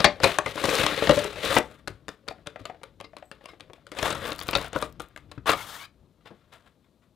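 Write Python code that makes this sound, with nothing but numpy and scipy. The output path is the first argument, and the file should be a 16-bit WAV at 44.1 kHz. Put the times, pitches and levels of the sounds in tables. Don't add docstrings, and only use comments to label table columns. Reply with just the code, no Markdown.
import sys
import numpy as np
from scipy import signal
from scipy.fft import rfft, irfft, next_fast_len
from scipy.io import wavfile

SR = 44100
rng = np.random.default_rng(int(sys.argv[2]) if len(sys.argv) > 2 else 0)


def put_to_file(sound):
    columns = np.atleast_2d(sound).T
    safe = np.clip(columns, -1, 1)
    whole_steps = np.round(safe * 32767)
    wavfile.write(sys.argv[1], SR, whole_steps.astype(np.int16))


N = 315315


# pitch in Hz, level in dB, ring time in seconds when struck.
TRAY_MODES = [(920, -4, .012), (1170, 0, .011), (1400, 0, .01), (1650, -2, .009), (1900, -3, .008),
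              (2150, -3, .008), (2450, -2, .007), (2750, -4, .007), (3050, -3, .006), (3450, -1, .006),
              (3950, -1, .006), (4500, -5, .005)]
# pitch in Hz, level in dB,
# ring time in seconds.
BOX_MODES = [(360, -23, .05), (330, -14.5, 0.11), (436, -9, 0.16), (522, -4.5, 0.04), (550, 4, 0.068),
             (627, -4.5, 0.09), (845, -15.5, 0.0033)]
# pitch in Hz, level in dB, ring time in seconds when struck.
DESK_MODES = [(63.4, -14, 0.45), (112.66, 1.5, 0.12), (159, -5, 0.062), (272, -7, 0.11)]
# start in seconds, first landing in dB,
# gap to the second in ms, second landing in dB.
ROCKING = [(1.875, -21.5, 5.4, -22.5), (2.0822, -23, 7, -25), (2.2789, -34, 5.54, -22),
           (2.462, -52.5, 9.1, -23.5), (2.6543, -23.5, 7.5, -46.5), (2.833, -29.5, 4.8, -32.5),
           (3.0019, -32.5, 8.8, -29.5), (3.1673, -30.5, 17, -43), (3.3144, -29.5, 6, -48),
           (3.4405, -47, 16.7, -30.5), (3.5983, -45, 8.4, -32.5), (3.7335, -35.5, 6, -52.5),
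           (3.8674, -36.5, 6.4, -48), (4.998, -30, 5, -25), (5.1621, -31.5, 13, -33),
           (5.3152, -33.5, 3.8, -36)]

TRAY_OUT_S = 1.5


def from_db(db):
    return 10 ** (np.asarray(db) / 20)


def rms_one(x):
    return x / np.sqrt(np.mean(x ** 2) + 1e-20)


def in_time(rows):
    s, *columns = np.transpose(rows)
    return [np.interp(np.arange(N) / SR, s, c) for c in columns]


def coloured(x, spectrum):
    size = next_fast_len(N + 8192)
    hz, db = np.transpose(spectrum)
    grid = np.maximum(np.fft.rfftfreq(4096, 1 / SR), 1)
    grid_db = np.interp(np.log(grid), np.log(hz), np.maximum(db, -70))
    cepstrum = irfft(np.log(from_db(grid_db)))
    cepstrum[1:2048] *= 2
    cepstrum[2049:] = 0
    response = irfft(np.exp(rfft(cepstrum)))
    return rms_one(irfft(rfft(x, size) * rfft(response, size), size)[:N])


def drift(rate_hz):
    r = np.exp(-2 * np.pi * rate_hz * 40 / SR)
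    noise = rng.standard_normal(N // 40 + 2002)
    slow = signal.lfilter([1], [1, -2 * r, r * r], noise)[2000:]
    return np.interp(np.arange(N) / 40, np.arange(len(slow)), rms_one(slow))


def ring(force, hz, t60):
    r = from_db(-60 / (t60 * SR))
    w = 2 * np.pi * hz / SR
    return signal.lfilter([0, np.sin(w)], [1, -2 * r * np.cos(w), r * r], force + 1e-18)


def grains(per_s, spread_db, clump_db):
    sizes = from_db(spread_db * np.minimum(rng.exponential(1, N), 5)) * rng.choice([-1, 1], N)
    happens = rng.random(N) < per_s / SR
    return sizes * happens * from_db(clump_db * drift(40))


def struck(times, peak_db, rattle_ms, modes, uneven_db, after, bend, tilt_db=None):
    length = 6000
    chance = rng.standard_normal((len(times), len(modes), 2))
    rattles = rng.standard_normal((len(times), length))
    lumps = np.repeat(rng.standard_normal((len(times), 120)), 50, axis=1)
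    rattles = rattles * from_db(3.6 * lumps)
    out = np.zeros(N + length)
    t_ms = np.arange(length) / SR * 1000
    slope = np.linspace(-.5, .5, len(modes))
    for k, (s, db, ms) in enumerate(zip(times, peak_db, rattle_ms)):
        push = after * rattles[k] * np.exp(-t_ms / ms) * (1 - np.exp(-t_ms / 0.54))
        push[0] += .7
        tilt = 0 if tilt_db is None else tilt_db[k] * slope
        shares = from_db(uneven_db * chance[k, :, 0] + tilt)
        sound = np.zeros(length)
        for (hz, mode_db, t60), share, shift in zip(modes, shares, chance[k, :, 1]):
            sound += share * from_db(mode_db) * ring(push, hz * (1 + bend * shift), t60)
        at = round(s * SR)
        out[at:at + length] += from_db(db) * sound / np.max(np.abs(sound))
    return out[:N]


def cracks(times, level_db, fade_ms, low_hz, high_hz):
    length = 2000
    rattles = rng.standard_normal((len(times), length))
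    out = np.zeros(N + length)
    t_ms = np.arange(length) / SR * 1000
    for s, db, ms, rattle in zip(times, level_db, fade_ms, rattles):
        at = round(s * SR)
        out[at:at + length] += from_db(db) * rattle * np.exp(-t_ms / ms)
    band = signal.butter(2, [low_hz, high_hz], "band", fs=SR, output="sos")
    return signal.sosfilt(band, out[:N])


def stroke_db(rows):
    s, db = np.transpose(rows)
    return np.interp(np.arange(N) / SR, s, db, left=-120, right=-120)


def pressure():
    # time in seconds, friction level in dB.
    pull = [(0.0, -33.5), (0.06, -50), (0.19, -63.5), (0.24, -30), (0.35, -41), (0.43, -59), (0.48, -40.5),
            (0.54, -51.5), (0.6, -36.5), (0.8, -29), (0.87, -35), (1.12, -33.5), (1.25, -38), (1.34, -51),
            (1.46, -32), (1.58, -29), (1.62, -57), (1.78, -64), (1.86, -94.5)]
    squeeze = [(3.9, -83), (3.97, -45.5), (4.05, -32.5), (4.16, -45.5), (4.3, -38.5), (4.36, -50),
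               (4.44, -52.5), (4.59, -43.5), (4.66, -43.5), (4.72, -67), (4.75, -40.5), (4.84, -48.5),
               (4.93, -82)]
    grab = [(5.45, -83.5), (5.468, -28.5), (5.534, -27.5), (5.562, -54.5), (5.66, -56), (5.85, -65),
            (5.92, -87)]
    # time of the peak in seconds,
    # peak friction level in dB, fade in dB per second.
    brush_rows = [(2.379, -68.5, 304), (2.594, -55.5, 300), (3.41, -66, 151), (3.487, -53.5, 298),
                  (6.21, -72, 20.5), (6.258, -52, 300), (6.349, -64.5, 200), (6.526, -53, 176),
                  (6.662, -65, 241.5), (6.845, -72.5, 255), (7.022, -70, 253)]
    rise = 3000
    shiver_db, shiver_fade = -26, 299.5

    t = np.arange(N) / SR
    levels = [stroke_db(pull), stroke_db(squeeze), stroke_db(grab)]
    for s, db, fade in brush_rows:
        levels.append(db - np.where(t < s, rise * (s - t), fade * (t - s)))
    for s, first, _, second in ROCKING:
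        shiver = max(first, second) + shiver_db - shiver_fade * (t - s)
        levels.append(np.where(t < s, -120, shiver))
    return np.max(levels, axis=0)


def scattered(level_db, count, over_db):
    chance = rng.random((count, 2))
    share = np.cumsum(np.sqrt(from_db(level_db)) * (level_db > -52))
    at = np.searchsorted(share, chance[:, 0] * share[-1])
    spread_db = 4.5 * np.log(chance[:, 1] + 0.046)
    return at / SR, level_db[at] + over_db + spread_db


def plastic(s, peak_db, ms, bright_db, body_db, tilt_db):
    walls = struck(s, peak_db, ms, TRAY_MODES, uneven_db=5.0, after=0.29, bend=0.083, tilt_db=tilt_db)
    body = struck(s, peak_db + body_db, 1.7 * ms, BOX_MODES, uneven_db=3.5, after=0.84, bend=0.051)
    soft = signal.butter(2, 6000, fs=SR, output="sos")
    crack = cracks(s, peak_db + bright_db, 0.49 * ms, low_hz=5100, high_hz=9860)
    return signal.sosfilt(soft, walls + body) + crack


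def tray_snaps(rub_db):
    # start in seconds, level of the walls in dB, bright crack in dB against it,
    # boom of the box in dB against it, rattle fade in ms, tilt towards the high modes in dB.
    snaps = [(0.0028, -9.5, -21.5, -14.5, 4.1, 1.95), (0.0434, 2.5, -20.5, -15, 8.7, 7.1),
             (0.2017, -24.5, -15, -4.5, 3.6, -0.8), (0.2349, -3.5, -11, -14, 1.6, 1.1),
             (0.2405, 1, -17.5, -14.5, 11.7, 0.1), (0.386, -5.5, -6.5, -15, 2.65, -1),
             (0.4608, -17, -16.5, -7, 7.1, -19), (0.556, -35, -30.5, 7, 4.5, -4.3),
             (0.5753, -20, -29, -18, 7.4, -6.5), (0.6402, -14, -11, -12, 6.8, 2),
             (0.6544, -16.5, -4, -8, 3.8, -4), (0.69, -17.5, -13, -5, 5.1, 11),
             (0.727, -19.5, -21.5, -14, 3.2, -33), (0.767, -18, -35, -17.5, 5.1, 8),
             (0.786, -15, -18, -12.5, 3.2, 0.1), (0.834, -17, -9, -9, 4.5, 1),
             (0.8643, -9.5, -12, -16, 4.2, 16.7), (1.0723, -14, -27, -5, 2.2, 2.5),
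             (1.0936, -8, -12.5, -5.5, 3.9, -3.7), (1.109, -9.5, -12.5, -6, 5.4, 5.3),
             (1.1894, -23.5, -2, -6.5, 4.5, -3.2), (1.2429, -25.5, 1, -10.5, 4.9, -3),
             (1.3289, -30, -7.5, -11.5, 4.5, -11), (1.3568, -32, -14, -7, 6.2, -2.5),
             (1.5267, -31, -18.5, -8.5, 3.6, 6.2), (1.566, -4, -34, -9.5, 5.3, 0),
             (1.5849, -11.5, -1, -2.5, 2.8, -10.8), (1.712, -43.5, -6, -10, 5.2, -1.5),
             (3.042, -37.5, -29, -11, 6.9, 6), (3.4872, -40, -22, -11, 4.5, -5),
             (3.9167, -29.5, -11, -6.5, 11, 5), (3.9496, -35.5, -12, -16, 4, -14),
             (3.9869, -22, -13, -11, 9.4, 5), (4.0279, -14.5, -7.5, -7.5, 2.8, 11),
             (4.0562, -20.5, -17, -14, 3.1, -11), (4.0777, -20, -11, -7, 4.5, -15),
             (4.103, -20, -7, -14, 11.1, 4.5), (4.1266, -21.5, -8, -14, 4.5, 0.1),
             (4.15, -22.5, -12, -12, 7.8, -13), (4.2526, -24.5, -13, -14, 3.93, 6),
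             (4.3181, -20, -18.5, -27, 5.3, -5), (4.3903, -26.5, -18.5, -24, 3.3, 15),
             (4.4118, -24, -22, -18, 4.1, 15), (4.4878, -13.5, -41, -21, 3.9, -9),
             (4.531, -15, -41, -18, 6.4, 7), (4.5517, -7.5, -19, -16, 6.4, 6),
             (4.5827, -21.5, -19, -5.5, 4, -19), (4.6132, -27.5, -27, -14, 4, -14),
             (4.6446, -32, -3, -5, 2.44, -3), (4.731, -26, -5.5, -7, 2.4, 7),
             (4.7599, -16, -24, -7, 4.9, -33), (4.8242, -14, -12, -13, 5.1, -7),
             (5.3783, -39.5, -34, -25, 5.1, -6), (5.4582, -24, -22, -19, 9.2, -8.7),
             (5.4928, -7.5, -24, -14, 3.9, -7), (5.5334, -15.5, -25, -15.5, 7.5, -14),
             (6.2579, -38.5, -31, -29, 6, -8), (6.5271, -45.5, -22, -25, 3.8, 18.5)]
    s, peak_db, bright_db, body_db, ms, tilt_db = np.transpose(snaps)
    small_s, small_db = scattered(rub_db, count=60, over_db=11)
    same = np.ones(len(small_s))
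    loud = plastic(s, peak_db, ms, bright_db, body_db, tilt_db)
    return loud + plastic(small_s, small_db, 1.8 * same, -18, -16.5, 3.0 * same)


def friction_sound(slips):
    # pitch in Hz, level in dB per Hz.
    boxed_colour = [(120, -40.5), (200, -22.5), (390, -5.5), (526, -3), (971, -16.5), (1100, -8.5),
                    (1570, -9.5), (2480, -10.5), (3970, -10.5), (6000, -28.5), (7800, -56), (13200, -120)]
    # pitch in Hz, level in dB per Hz.
    bare_colour = [(88, -46), (150, -17.5), (319, -9.5), (714, 2.5), (773, -9), (1160, 0.5), (2310, -9),
                   (2940, -10), (3450, -7), (7000, -25.5), (9100, -59.5), (15400, -120)]
    t = np.arange(N) / SR
    walls = sum(from_db(db + 2.5 * drift(4)) * ring(slips, hz, 2 * t60) for hz, db, t60 in TRAY_MODES)
    scrape = np.where(t < TRAY_OUT_S, coloured(slips, boxed_colour), coloured(slips, bare_colour))
    return scrape + 0.38 * rms_one(walls)


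def rubbing(rub_db):
    # pitch in Hz, level in dB per Hz.
    crinkle_colour = [(2350, -37.5), (4000, -4), (4530, -9.5), (9440, -15), (14100, -24.5), (15800, -24.5),
                      (16200, -36), (16500, -50)]
    # time in seconds, level in dB before each share below.
    handling = [(0.0, -50.5), (0.1, -45.5), (0.52, -52.5), (0.96, -45), (1.55, -47.5), (1.67, -52.5),
                (2.25, -60), (2.55, -51), (2.95, -60.5), (3.96, -56.5), (4.16, -41), (4.34, -52),
                (4.76, -46.5), (5.2, -55), (5.38, -59), (5.57, -41), (5.87, -60), (7.15, -75.5)]
    # time in seconds, dB added to the crinkles.
    brightness = [(0.0, -6), (0.3, -2), (0.42, -5), (0.7, 1.5), (0.98, -5.5), (1.13, -1), (1.3, -4),
                  (1.5, -1.5), (1.7, -1.5), (2.3, -5.5), (3.0, -10), (3.6, -6), (4.0, -1.5), (4.15, -1.5),
                  (4.3, -7), (4.45, -1), (4.6, -5), (4.75, -11), (4.85, 2), (5.5, -4), (6.3, -9.5),
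                  (6.55, -5)]
    handling_box_db, handling_desk_db, handling_rustle_db = -12, -4, -21
    box_put_down_s, less_hollow_s = 3.9, 4.4
    mean_rub_db, crinkle_follows = -40, 0.96

    t = np.arange(N) / SR
    handling_db, = in_time(handling)
    added_db, = in_time(brightness)
    box_db = np.where(t < TRAY_OUT_S, -6, -1 - 11 * (t > less_hollow_s))
    crinkle_db = mean_rub_db - 4.5 + crinkle_follows * (rub_db - mean_rub_db) + added_db

    slips = grains(20000, spread_db=3.0, clump_db=2.6)
    crinkle = coloured(grains(1500, spread_db=6.0, clump_db=4.0) + 1.5 * slips, crinkle_colour)
    hollow = rms_one(sum(from_db(db) * ring(slips * from_db(5.0 * drift(25)), hz, t60)
                         for hz, db, t60 in BOX_MODES))
    noise = rng.standard_normal(N)
    desk = rms_one(sum(from_db(db) * ring(noise, hz, 0.17 * t60) for hz, db, t60 in DESK_MODES))
    desk = desk * from_db(3.0 * drift(2.7))

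    friction_gain = from_db(rub_db) + from_db(handling_db + handling_rustle_db)
    handled_box = from_db(handling_db + handling_box_db) * (t < box_put_down_s)
    hollow_gain = from_db(rub_db + box_db) + handled_box
    desk_gain = from_db(rub_db - 22.5) + from_db(handling_db + handling_desk_db)
    return (friction_gain * friction_sound(slips) + from_db(crinkle_db) * crinkle
            + hollow_gain * hollow + desk_gain * desk)


def tray_ticks():
    s, first_db, gap_ms, second_db = np.transpose(ROCKING)
    s = np.r_[s, s + gap_ms / 1000]
    peak_db = np.r_[first_db, second_db]
    same = np.ones(len(s))
    return plastic(s, peak_db, 2.06 * same, bright_db=-7, body_db=-13.5, tilt_db=4 * same)


def tray_crackles(rub_db):
    # start in seconds, level in dB.
    crackles = [(4.2297, -42), (4.2616, -35), (4.2698, -33), (4.279, -33), (4.305, -34.5), (4.3304, -36),
                (4.3613, -39), (4.3838, -38), (4.391, -33.5), (4.402, -32), (4.4249, -33), (4.4333, -31.5),
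                (4.4695, -39), (4.4826, -29.5), (4.5029, -45), (4.5107, -25.5), (4.5728, -30.5),
                (4.586, -34), (4.628, -38), (4.6624, -39), (4.6818, -40), (4.816, -34), (4.9003, -58),
                (4.9253, -47), (5.0194, -41), (5.086, -53.5)]
    s, level_db = np.transpose(crackles)
    first, last = round(1.5 * SR), round(6.6 * SR)
    small_s, small_db = scattered(rub_db[first:last], count=30, over_db=2)
    s = np.r_[s, small_s + first / SR]
    level_db = np.r_[level_db, small_db]
    return cracks(s, level_db, np.full(len(s), 1.2), low_hz=1700, high_hz=15800)


def box_knocks():
    # start in seconds, level in dB.
    knocks = [(0.615, -30), (0.639, -18.5), (0.685, -17.5), (0.732, -19.5), (0.837, -19.5), (0.886, -37),
              (0.923, -24), (1.022, -14.5), (1.096, -7.5), (1.176, -13.5), (1.249, -24.5), (1.442, -22),
              (1.499, -34), (1.571, -8.5), (2.269, -50.5), (2.3091, -31.5), (2.383, -49), (2.46, -47),
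              (2.559, -29.5), (2.5948, -45), (2.6976, -30), (2.746, -42), (2.815, -47), (3.41, -46),
              (3.781, -52), (3.042, -48), (3.133, -42), (3.225, -35.5), (3.4885, -49), (3.534, -40.5),
              (3.6988, -40)]
    s, peak_db = np.transpose(knocks)
    out = cracks(s, peak_db, np.full(len(s), 6.0), low_hz=796, high_hz=2200)
    for these, pitch, lasts in [(s < TRAY_OUT_S, 1, 1), (s >= TRAY_OUT_S, 1.17, .6)]:
        modes = [(hz * pitch, db, t60 * lasts) for hz, db, t60 in BOX_MODES]
        fade_ms = np.full(sum(these), 4.0)
        out = out + struck(s[these], peak_db[these], fade_ms, modes, uneven_db=4.0, after=0.19, bend=.05)
    return out


def desk_bumps():
    # start in seconds, thud level in dB, pat level in dB.
    bumps = [(0.046, -34.5, -29), (0.234, -22, -19), (0.47, -43, -44), (1.081, -24, -40), (1.167, -24, -14),
             (1.569, -25, -29), (1.901, -36, -54), (2.291, -42, -48), (2.609, -36.5, -55),
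             (4.028, -32, -36), (4.122, -37, -41), (4.558, -30, -30), (4.753, -28, -17),
             (4.824, -32.5, -22), (5.377, -29.5, -44), (5.476, -38, -40), (6.029, -61.5, -48),
             (6.305, -60, -28)]
    s, thud_db, pat_db = np.transpose(bumps)
    thud = struck(s, thud_db, np.full(len(s), 1.5), DESK_MODES, uneven_db=2.5, after=0.033, bend=0.057)
    return thud + cracks(s, pat_db, np.full(len(s), 20.0), low_hz=130, high_hz=647)


def drag():
    # time in seconds, squeak pitch in Hz, squeak level in dB, hiss level in dB.
    path = [(5.54, 1345, -59, -50), (5.61, 1387, -38, -42.5), (5.66, 1405, -71, -48),
            (5.73, 1650, -54, -43), (5.8, 2153, -51.5, -49), (5.825, 2260, -47, -49.5),
            (5.855, 2504, -46, -52.5), (5.88, 2480, -82, -88)]
    # pitch in Hz, level in dB per Hz.
    hiss_colour = [(180, -66), (300, -16.5), (596, -8), (1380, -3), (2610, -16), (3300, -4), (4850, -12.5),
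                   (13700, -17.5), (15700, -20), (16500, -37)]
    hz, squeak_db, hiss_db = in_time(path)
    t = np.arange(N) / SR
    phase = 2 * np.pi * np.cumsum(hz * (1 + 0.0198 * drift(157.0))) / SR
    parts = [(1, 0), (.5, -5), (.68, -3), (1.3, -5), (1.6, -5), (1.97, -8)]
    tones = sum(from_db(db) * drift(70) * np.sin(ratio * phase) for ratio, db in parts)
    hiss = coloured(rng.standard_normal(N), hiss_colour) * from_db(1.5 * drift(41))
    sounding = (t > path[0][0]) & (t < path[-1][0])
    return sounding * (from_db(squeak_db) * tones + from_db(hiss_db) * hiss)


def chirps():
    # start in seconds, peak level in dB.
    slip_rows = [(3.043, -44), (3.488, -45), (3.51, -55)]
    # pitch in Hz, level in dB, ring time in seconds.
    film_modes = [(2120, -2, .05), (2750, -5, 0.037), (3900, -8, .03), (5000, -9, .03)]
    s, db = np.transpose(slip_rows)
    return struck(s, db, np.full(len(s), 12.0), film_modes, uneven_db=3.0, after=.5, bend=.01)


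def jingle():
    # start in seconds, peak level in dB.
    hits = [(3.237, -67), (3.255, -57), (3.276, -68), (3.29, -66)]
    # pitch in Hz, level in dB, ring time in seconds.
    metal_modes = [(7000, -21, .08), (7760, -7, .12), (8310, -7, .08), (11500, -11, .06),
                   (15000, -10, 0.065)]
    s, db = np.transpose(hits)
    return struck(s, db, np.full(len(s), 1.5), metal_modes, uneven_db=1.5, after=.2, bend=.002)


def room_air():
    # pitch in Hz, level in dB per Hz.
    air_colour = [(15, -38.5), (25, -5), (70, 0), (258, -4), (378, -10.5), (616, -11), (706, -20),
                  (926, -18.5), (1830, -34.5), (4120, -27), (4850, -32.5), (15200, -39), (16500, -53.5)]
    return from_db(-67) * coloured(rng.standard_normal(N), air_colour)


def room_echo(x):
    t60_s, wall_cut_hz = 0.2, 2200
    t = np.arange(round(.5 * SR)) / SR
    tail = rng.standard_normal(len(t)) * from_db(-60 * t / t60_s) * (t > .005)
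    tail = signal.lfilter([1], [1, -np.exp(-2 * np.pi * wall_cut_hz / SR)], tail)
    return signal.fftconvolve(x, tail / np.sqrt(np.sum(tail ** 2)))[:N]


def scene():
    mic_gain_db, room_db, right_db = 4.5, -16.5, -9
    rub_db = pressure()
    tray = tray_snaps(rub_db) + rubbing(rub_db) + tray_ticks() + tray_crackles(rub_db)
    near = tray + box_knocks() + desk_bumps() + drag() + chirps() + jingle()
    mono = from_db(mic_gain_db) * (near + from_db(room_db) * room_echo(near) + room_air())
    hiss = from_db(-102.5) * rng.standard_normal((2, N))
    return mono * from_db([[0], [right_db]]) + hiss


def record(dry):
    bass_cut = signal.butter(3, 45, "high", fs=SR, output="sos")
    top_cut = signal.cheby2(16, 95, 16850, fs=SR, output="sos")
    mic = signal.sosfilt(bass_cut, dry)
    drive = np.abs(mic[0]) / .9 + 1e-9
    return signal.sosfilt(top_cut, mic * np.tanh(drive) / drive)


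dry = scene()
out = record(dry)
put_to_file(out)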